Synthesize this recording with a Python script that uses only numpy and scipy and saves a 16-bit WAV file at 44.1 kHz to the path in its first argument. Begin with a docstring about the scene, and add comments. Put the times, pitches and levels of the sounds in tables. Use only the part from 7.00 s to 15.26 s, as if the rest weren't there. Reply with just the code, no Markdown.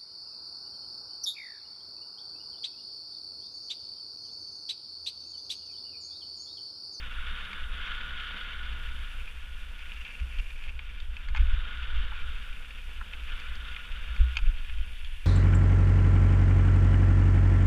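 """Mountain bike on forest gravel

A fast descent, heard from the microphone of a camera in a closed housing on the rider. Wind buffets
the housing and bumps shake its springy mount. Just below, the tyres roar and crunch through the
housing's resonances, stones and the chain clack against the frame, and the hub sizzles when coasting."""
import sys
import numpy as np
from scipy.fft import rfft, irfft, next_fast_len
from scipy.io import wavfile
from scipy.ndimage import uniform_filter1d, map_coordinates

SR = 44100
rng = np.random.default_rng(int(sys.argv[2]) if len(sys.argv) > 2 else 0)


def dump(signal):
    """Clip the signal to [-1, 1] and save it as 16-bit WAV at the path in sys.argv[1]."""
    limited = np.clip(np.atleast_2d(signal).T, -1, 1)
    pcm = np.round(limited * 32767).astype(np.int16)
    wavfile.write(sys.argv[1], SR, pcm)


N = 364266
TIME = np.arange(N) / SR


def amp(db):
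    """Decibels to gain."""
    return 10 ** (np.asarray(db) / 20)


def unit(x):
    """x scaled to rms 1."""
    return x / np.sqrt(np.mean(x ** 2) + 1e-20)


def wobble(rate_hz):
    """A smooth random curve through rate_hz knots a second."""
    return map_coordinates(rng.standard_normal(int(N * rate_hz / SR) + 4), [TIME * rate_hz])


def swells(rows):
    """The sum in dB of bell-shaped swells."""
    return sum(db * np.exp(-((TIME - s) / half_length) ** 2) for s, db, half_length in rows)


def during(start, end, fade_s):
    """1 between start and end, 0 outside, with soft edges."""
    return (np.tanh((TIME - start) / fade_s) - np.tanh((TIME - end) / fade_s)) / 2


def filtered(x, response):
    """x through a filter whose gain is response(hz)."""
    size = next_fast_len(len(x) + SR // 8)
    return irfft(rfft(x, size) * response(np.fft.rfftfreq(size, 1 / SR)), size)[:len(x)]


def band(x, pitch_hz, width_hz):
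    """x through a flat-topped band-pass."""
    return filtered(x, lambda hz: 1 / (1 + (2 * (hz - pitch_hz) / width_hz) ** 4))


def coloured(x, spectrum, peaks=()):
    """x shaped by a spectrum and resonant peaks, at rms 1."""
    knots_hz, knots_db = np.transpose(spectrum)

    def response(hz):
        lift_db = sum(db / (1 + (2 * (hz - pitch) / width) ** 2) for pitch, width, db in peaks)
        return amp(np.interp(np.log(hz + 1), np.log(knots_hz), knots_db) + lift_db)
    return unit(filtered(x, response))


def grit(rate_hz, spread_db):
    """Impulses at random moments: many small ones, a few large."""
    hit = rng.random(N) < rate_hz / SR
    size = amp(spread_db * np.minimum(rng.exponential(size=N), 4))
    return unit(hit * size * rng.choice([-1, 1], N))


# gusts and lulls right at the microphone: time_s, change_db, half_length_s
GUSTS = [(.26, 3.5, 0.13), (.52, -4, 0.12), (.67, 5.5, 0.031), (.93, 6, 0.043), (1.38, -3.5, .08),
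         (1.75, 5, 0.15), (2.47, -2, 0.18), (3.1, -7.5, 0.09), (3.7, 4.5, 0.052), (4.47, 12, 0.18),
         (4.98, 9.5, 0.064), (5.32, 8, 0.12), (5.78, -2.5, 0.16), (6.33, 6, 0.089), (6.8, -3, .08),
         (7.46, 6, 0.085), (7.8, 6, 0.37)]
# wind pressure on the housing: frequency_hz, relative_db
WIND_SPECTRUM = [(8, -3), (18, 2), (27, 2.5), (45, -12.5), (61, -1), (70, -19.5), (85, -27), (120, -56.5),
                 (300, -74), (600, -120)]
def wind(level_db=-36, sway_db=2.5):
    """Slow eddies of the headwind press on the housing."""
    buffet_db = level_db + swells(GUSTS) + sway_db * wobble(9.5)
    eddies = coloured(rng.standard_normal(N), WIND_SPECTRUM)
    # the headwind is sustained, so its strength stays even from one eddy to the next
    strength = np.sqrt(np.abs(uniform_filter1d(eddies ** 2, size=SR // 8)) + .05)
    return amp(buffet_db) * unit(eddies / strength)


# how hard the tyres work the gravel, most in the turns: time_s, effort_db
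EFFORT = [(0.0, -50.5), (0.2, -47.5), (0.34, -47.5), (1.29, -45.5), (1.95, -51), (2.3, -56.5),
          (2.85, -55.5), (3.52, -62), (4.05, -57.5), (4.55, -49), (4.95, -48.5), (5.2, -50), (5.57, -55),
          (5.84, -58.5), (6.53, -51), (7.27, -52.5), (7.43, -56), (8.26, -65)]
def driven_db(cruise_db, growth, rolling_effort_db=-53):
    """A level that gains growth dB for each dB of effort above plain rolling."""
    effort_db = np.interp(TIME, *np.transpose(EFFORT))
    return cruise_db + growth * (effort_db - rolling_effort_db)


# resonances of the housing around the microphone: pitch_hz, width_hz, gain_db
HOUSING_PEAKS = [(490, 93, 7), (947, 69, 4), (1118, 250, 2), (1446, 26, 3), (1723, 137, 5), (4520, 260, 4),
                 (5730, 200, 6), (6960, 260, 7)]
# wheel vibration reaching the camera: frequency_hz, relative_db
DRONE_SPECTRUM = [(40, -20), (100, 3), (160, -2), (210, 1.5), (270, -7.5), (370, -13), (520, -12.5),
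                  (700, -12), (1200, -12.5), (3000, -60)]
def wheel_drone():
    """The rolling wheels drone up through the rider's body."""
    drone = coloured(grit(rate_hz=1500, spread_db=2.5), DRONE_SPECTRUM, HOUSING_PEAKS)
    return amp(driven_db(cruise_db=-59.5, growth=0.41) + 1.56 * wobble(20)) * drone


# the hollow note of the tyres: pitch_hz, width_hz, gain_db
CASING_PEAKS = [(1450, 157, 8.5), (3960, 130, 8)]
# tread on the trail, a rider's height below: frequency_hz, relative_db
ROAR_SPECTRUM = [(200, -32), (500, -20.5), (780, -21), (1050, -6.5), (1350, 4), (1600, 2.5), (1900, -4.5),
                 (2150, 1), (2500, -7), (3100, -3.5), (3700, 0), (3980, -23), (5000, -49), (7000, -58),
                 (12000, -62)]
def tyre_roar():
    """Packed grit roars under the tread and rings the tyre casing."""
    roar = coloured(grit(rate_hz=9000, spread_db=1.5), ROAR_SPECTRUM, HOUSING_PEAKS + CASING_PEAKS)
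    return amp(driven_db(cruise_db=-51, growth=1.16)) * roar


# loose patches along the trail: time_s, boost_db, half_length_s
LOOSE_PATCHES = [(1.35, 4.5, 0.24), (5.0, 3, 0.072), (8.2, 5.5, 0.67)]
# gravel scattering at the wheels: frequency_hz, relative_db
SPRAY_SPECTRUM = [(400, -23.5), (900, -27.5), (1500, -9.5), (1900, -5), (2150, -5.5), (2500, -8), (2950, 3),
                  (3500, -0.5), (3740, -6.5), (3980, -22.5), (4200, -17), (6000, -37.5), (15000, -65)]
def gravel_spray():
    """Loose stones spray from the tyres in clumps."""
    level_db = driven_db(cruise_db=-52.5, growth=0.69) + swells(LOOSE_PATCHES) + 2.1 * wobble(90)
    return amp(level_db) * coloured(grit(rate_hz=3500, spread_db=3.5), SPRAY_SPECTRUM, HOUSING_PEAKS)


# rough stretches of trail: time_s, boost_db, half_length_s
ROUGH_GROUND = [(0.05, 3, .15), (3.05, 5.5, 0.23), (3.5, 4.5, 0.15), (5.35, 1.5, 0.16)]
# ringing of the chain and its guides: pitch_hz, width_hz, gain_db
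CHAIN_PEAKS = [(2384, 240, 4), (2595, 61, 5), (2754, 80, 5.5)]
# the chain, down by the rider's feet: frequency_hz, relative_db
CHAIN_SPECTRUM = [(600, -24.5), (1700, -7), (1950, -8), (2300, 0), (2800, 0.5), (3200, -11.5), (3900, -30),
                  (4600, -20.5), (7000, -32.5), (15000, -64)]
def chain_chatter():
    """The links chatter, harder where rough ground shakes them."""
    level_db = driven_db(cruise_db=-52.5, growth=0.1) + swells(ROUGH_GROUND) + 2.1 * wobble(60)
    contacts = grit(rate_hz=900, spread_db=0.5)
    return amp(level_db) * coloured(contacts, CHAIN_SPECTRUM, HOUSING_PEAKS + CHAIN_PEAKS)


# the tyres go light over crests and bite in turns: time_s, change_db, half_length_s
TYRE_LOADS = [(.38, 1.5, 0.083), (0.68, -5.5, 0.042), (0.892, 4, 0.11), (2.6, -2, 0.28),
              (3.736, -2.5, 0.035), (4.083, -6, 0.066), (4.29, -4.5, 0.057), (6.34, 3.5, 0.088)]
def rolling():
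    """Roar, spray and chatter rise and fall together with the load on the tyres."""
    load_db = swells(TYRE_LOADS) + .5 * wobble(22)  # small bumps add a flutter
    return amp(load_db) * (tyre_roar() + gravel_spray() + chain_chatter())


# where the hiss sinks: start_s, end_s, change_db, fade_s
HISS_DIPS = [(0, 1.7, -2.5, 0.29), (3.68, 5.22, -4, .08)]
# hiss at the microphone: frequency_hz, relative_db
HISS_SPECTRUM = [(1000, -3.5), (4000, 4), (6000, 0), (8200, -1), (8700, 1), (10100, 0.5), (10900, -3.5),
                 (13000, -3.5), (15400, -8)]
def hiss(level_db=-64.5):
    """A faint, bright hiss flickers a little throughout."""
    dips_db = sum(db * during(start, end, fade_s) for start, end, db, fade_s in HISS_DIPS)
    flicker_db = 0.68 * wobble(25) + 0.25 * wobble(4.55)
    fizz = coloured(grit(rate_hz=16000, spread_db=3.5), HISS_SPECTRUM)
    return amp(level_db + dips_db + flicker_db) * fizz


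# the rear hub coasting, below and behind: start_s, end_s, level_db, pitch_hz, width_hz
COASTS = [(.13, .8, -75, 9600, 1300), (1.88, 2.33, -76, 10050, 550), (3.15, 3.55, -78, 9950, 800),
          (7.84, 8.26, -74, 9600, 1300)]
def freewheel(fade_s=0.018):
    """The hub's pawls sizzle faintly while the rider coasts."""
    out = np.zeros(N)
    for start, end, db, pitch_hz, width_hz in COASTS:
        pawls = band(grit(rate_hz=3000, spread_db=4.5), pitch_hz, width_hz)
        coasting = np.clip(np.minimum(TIME - start, end - TIME) / fade_s, 0, 1)
        out += amp(db) * unit(pawls) * coasting
    return out


def pebbles(start, end, count, strength_db=-41, pitch_hz=2620, tick_db=-25):
    """Small stones hit the frame at random moments, as rows like those of FRAME_HITS."""
    moments = rng.uniform(start, end, count)
    return [(s, strength_db + 2 * size, pitch_hz * 2 ** (.1 * detune), tick_db)
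            for s, (size, detune) in zip(moments, rng.standard_normal((count, 2)))]


# modes of the bike frame: pitch_hz, relative_db, t60_s
FRAME_MODES = [(1682, 3, 0.017), (2154, 0, 0.03), (2455, 5, 0.023), (2656, -5.5, 0.052), (2890, -5, 0.023),
               (3150, 1, 0.023), (3490, -2, 0.019)]
def frame_ring(t, pitch_hz, focus_hz=480):
    """A contact rings the modes near its own pitch, a little differently each time."""
    hz, db, t60 = np.transpose(FRAME_MODES)[:, :, None]
    share = amp(db + rng.normal(0, 2.9, hz.shape)) / (1 + ((hz - pitch_hz) / focus_hz) ** 2)
    cycles = hz * rng.normal(1, 0.0097, hz.shape) * t + rng.random(hz.shape)
    modes = amp(-60 * t / t60) * np.sin(2 * np.pi * cycles)
    return np.sum(share * modes, axis=0) / np.linalg.norm(share)


def burst(t, spectrum, t60_s):
    """The dying noise of one impact."""
    return coloured(rng.standard_normal(len(t)), spectrum) * amp(-60 * t / t60_s)


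# hits on the frame, within arm's reach: time_s, strength_db, pitch_hz, tick_over_ring_db
FRAME_HITS = [(0.531, -31, 2140, -20), (2.791, -38, 2370, -19), (2.919, -33.5, 2540, -37),
              (3.05, -33, 2600, -29), (3.079, -38, 2660, -38), (3.386, -34.5, 2940, -25),
              (3.505, -36, 2730, -37), (3.792, -30, 2540, -37), (4.002, -36, 3460, -18),
              (4.167, -32, 2700, -25), (4.286, -36.5, 2120, -17.5), (4.348, -27.5, 1830, -25),
              (4.362, -29.5, 2300, -18), (4.37, -26.5, 2300, -18), (4.377, -29.5, 2160, -31),
              (5.118, -41.5, 1450, -31), (5.163, -37.5, 2490, -31), (5.707, -35.5, 2610, -27),
              (6.012, -48, 1250, -33), (6.135, -30.5, 2560, -43), (6.399, -39, 2190, -10),
              (6.554, -42, 3060, -9), (6.718, -39, 2530, -20), (6.763, -28, 2380, -38),
              (7.163, -34, 2120, -22), (7.355, -34, 2380, -23), (7.369, -17.5, 2590, -18.5),
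              (7.388, -31, 2190, -22), (7.648, -38.5, 2470, -27), (7.696, -33.5, 2400, -35),
              (8.047, -34, 3460, -22)]
# the dull and the bright part of a hit: frequency_hz, relative_db
KNOCK_SPECTRUM = [(300, -49), (650, -43), (850, 5), (1100, 2), (1400, 9.5), (1900, -4), (3000, -43),
                  (6000, -70)]
TICK_SPECTRUM = [(1500, -30), (3300, -41), (4000, 2), (4500, 13), (5600, -4.5), (6800, 2), (8000, -23),
                 (15000, -32)]
def clacks(knock_db_per_octave=-28.5, attack_s=0.00024):
    """Stones and chain strike the frame: a ring, a knock, a bright tick and a crack."""
    out, t = np.zeros(N + SR), np.arange(SR // 8) / SR
    rocky_stretch = pebbles(3.6, 3.7, count=7)
    strays = pebbles(0, TIME[-1], count=16)
    for s, strength_db, pitch_hz, tick_db in FRAME_HITS + rocky_stretch + strays:
        ring = frame_ring(t, pitch_hz)
        knock_db = -18.5 + knock_db_per_octave * np.log2(pitch_hz / 2465)  # low hits knock more
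        knock = amp(knock_db) * burst(t, KNOCK_SPECTRUM, t60_s=0.054)
        tick = amp(tick_db) * burst(t, TICK_SPECTRUM, t60_s=0.026)
        crack = 0.28 * burst(t, SPRAY_SPECTRUM, t60_s=0.025)
        blow = (ring + knock + tick + crack) * (1 - np.exp(-t / attack_s))
        out[round(s * SR):][:len(t)] += amp(strength_db + 1.5) * blow
    return out[:N]


# bumps that jolt the microphone itself: time_s, strength_db, swing_over_push_db
BUMPS = [(3.216, -24.5, 2), (3.397, -18.5, -25), (4.402, -11.5, -5.5), (4.536, -10.5, -10.5),
         (7.209, -10.5, -1.5), (7.434, -13.5, -27), (7.485, -13.5, -33)]
def mount_bumps(mount_hz=61, t60_s=0.35, push_s=0.0088):
    """Each bump is one soft push, after which the camera swings on its springy mount."""
    out = np.zeros(N)
    for s, strength_db, swing_db in BUMPS:
        t = TIME - s
        progress = t / push_s
        push = (1 - progress ** 2) * np.exp(-progress ** 2 / 2)
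        onset = (1 + np.tanh(progress)) / 2
        swing = np.cos(2 * np.pi * mount_hz * t) * amp(-60 * np.abs(t) / t60_s) * onset
        out += amp(strength_db - 1) * (push + amp(swing_db) * swing)
    return out


def scene():
    """Everything reaches one microphone riding with the bike."""
    mix = wind() + wheel_drone() + rolling() + hiss() + freewheel() + clacks() + mount_bumps()
    return mix[None]


def record(dry, top_hz=15350):
    """The camera keeps nothing above its band limit."""
    return np.array([filtered(x, lambda hz: hz < top_hz) for x in dry])


dry = scene()
out = record(dry)
dump(out)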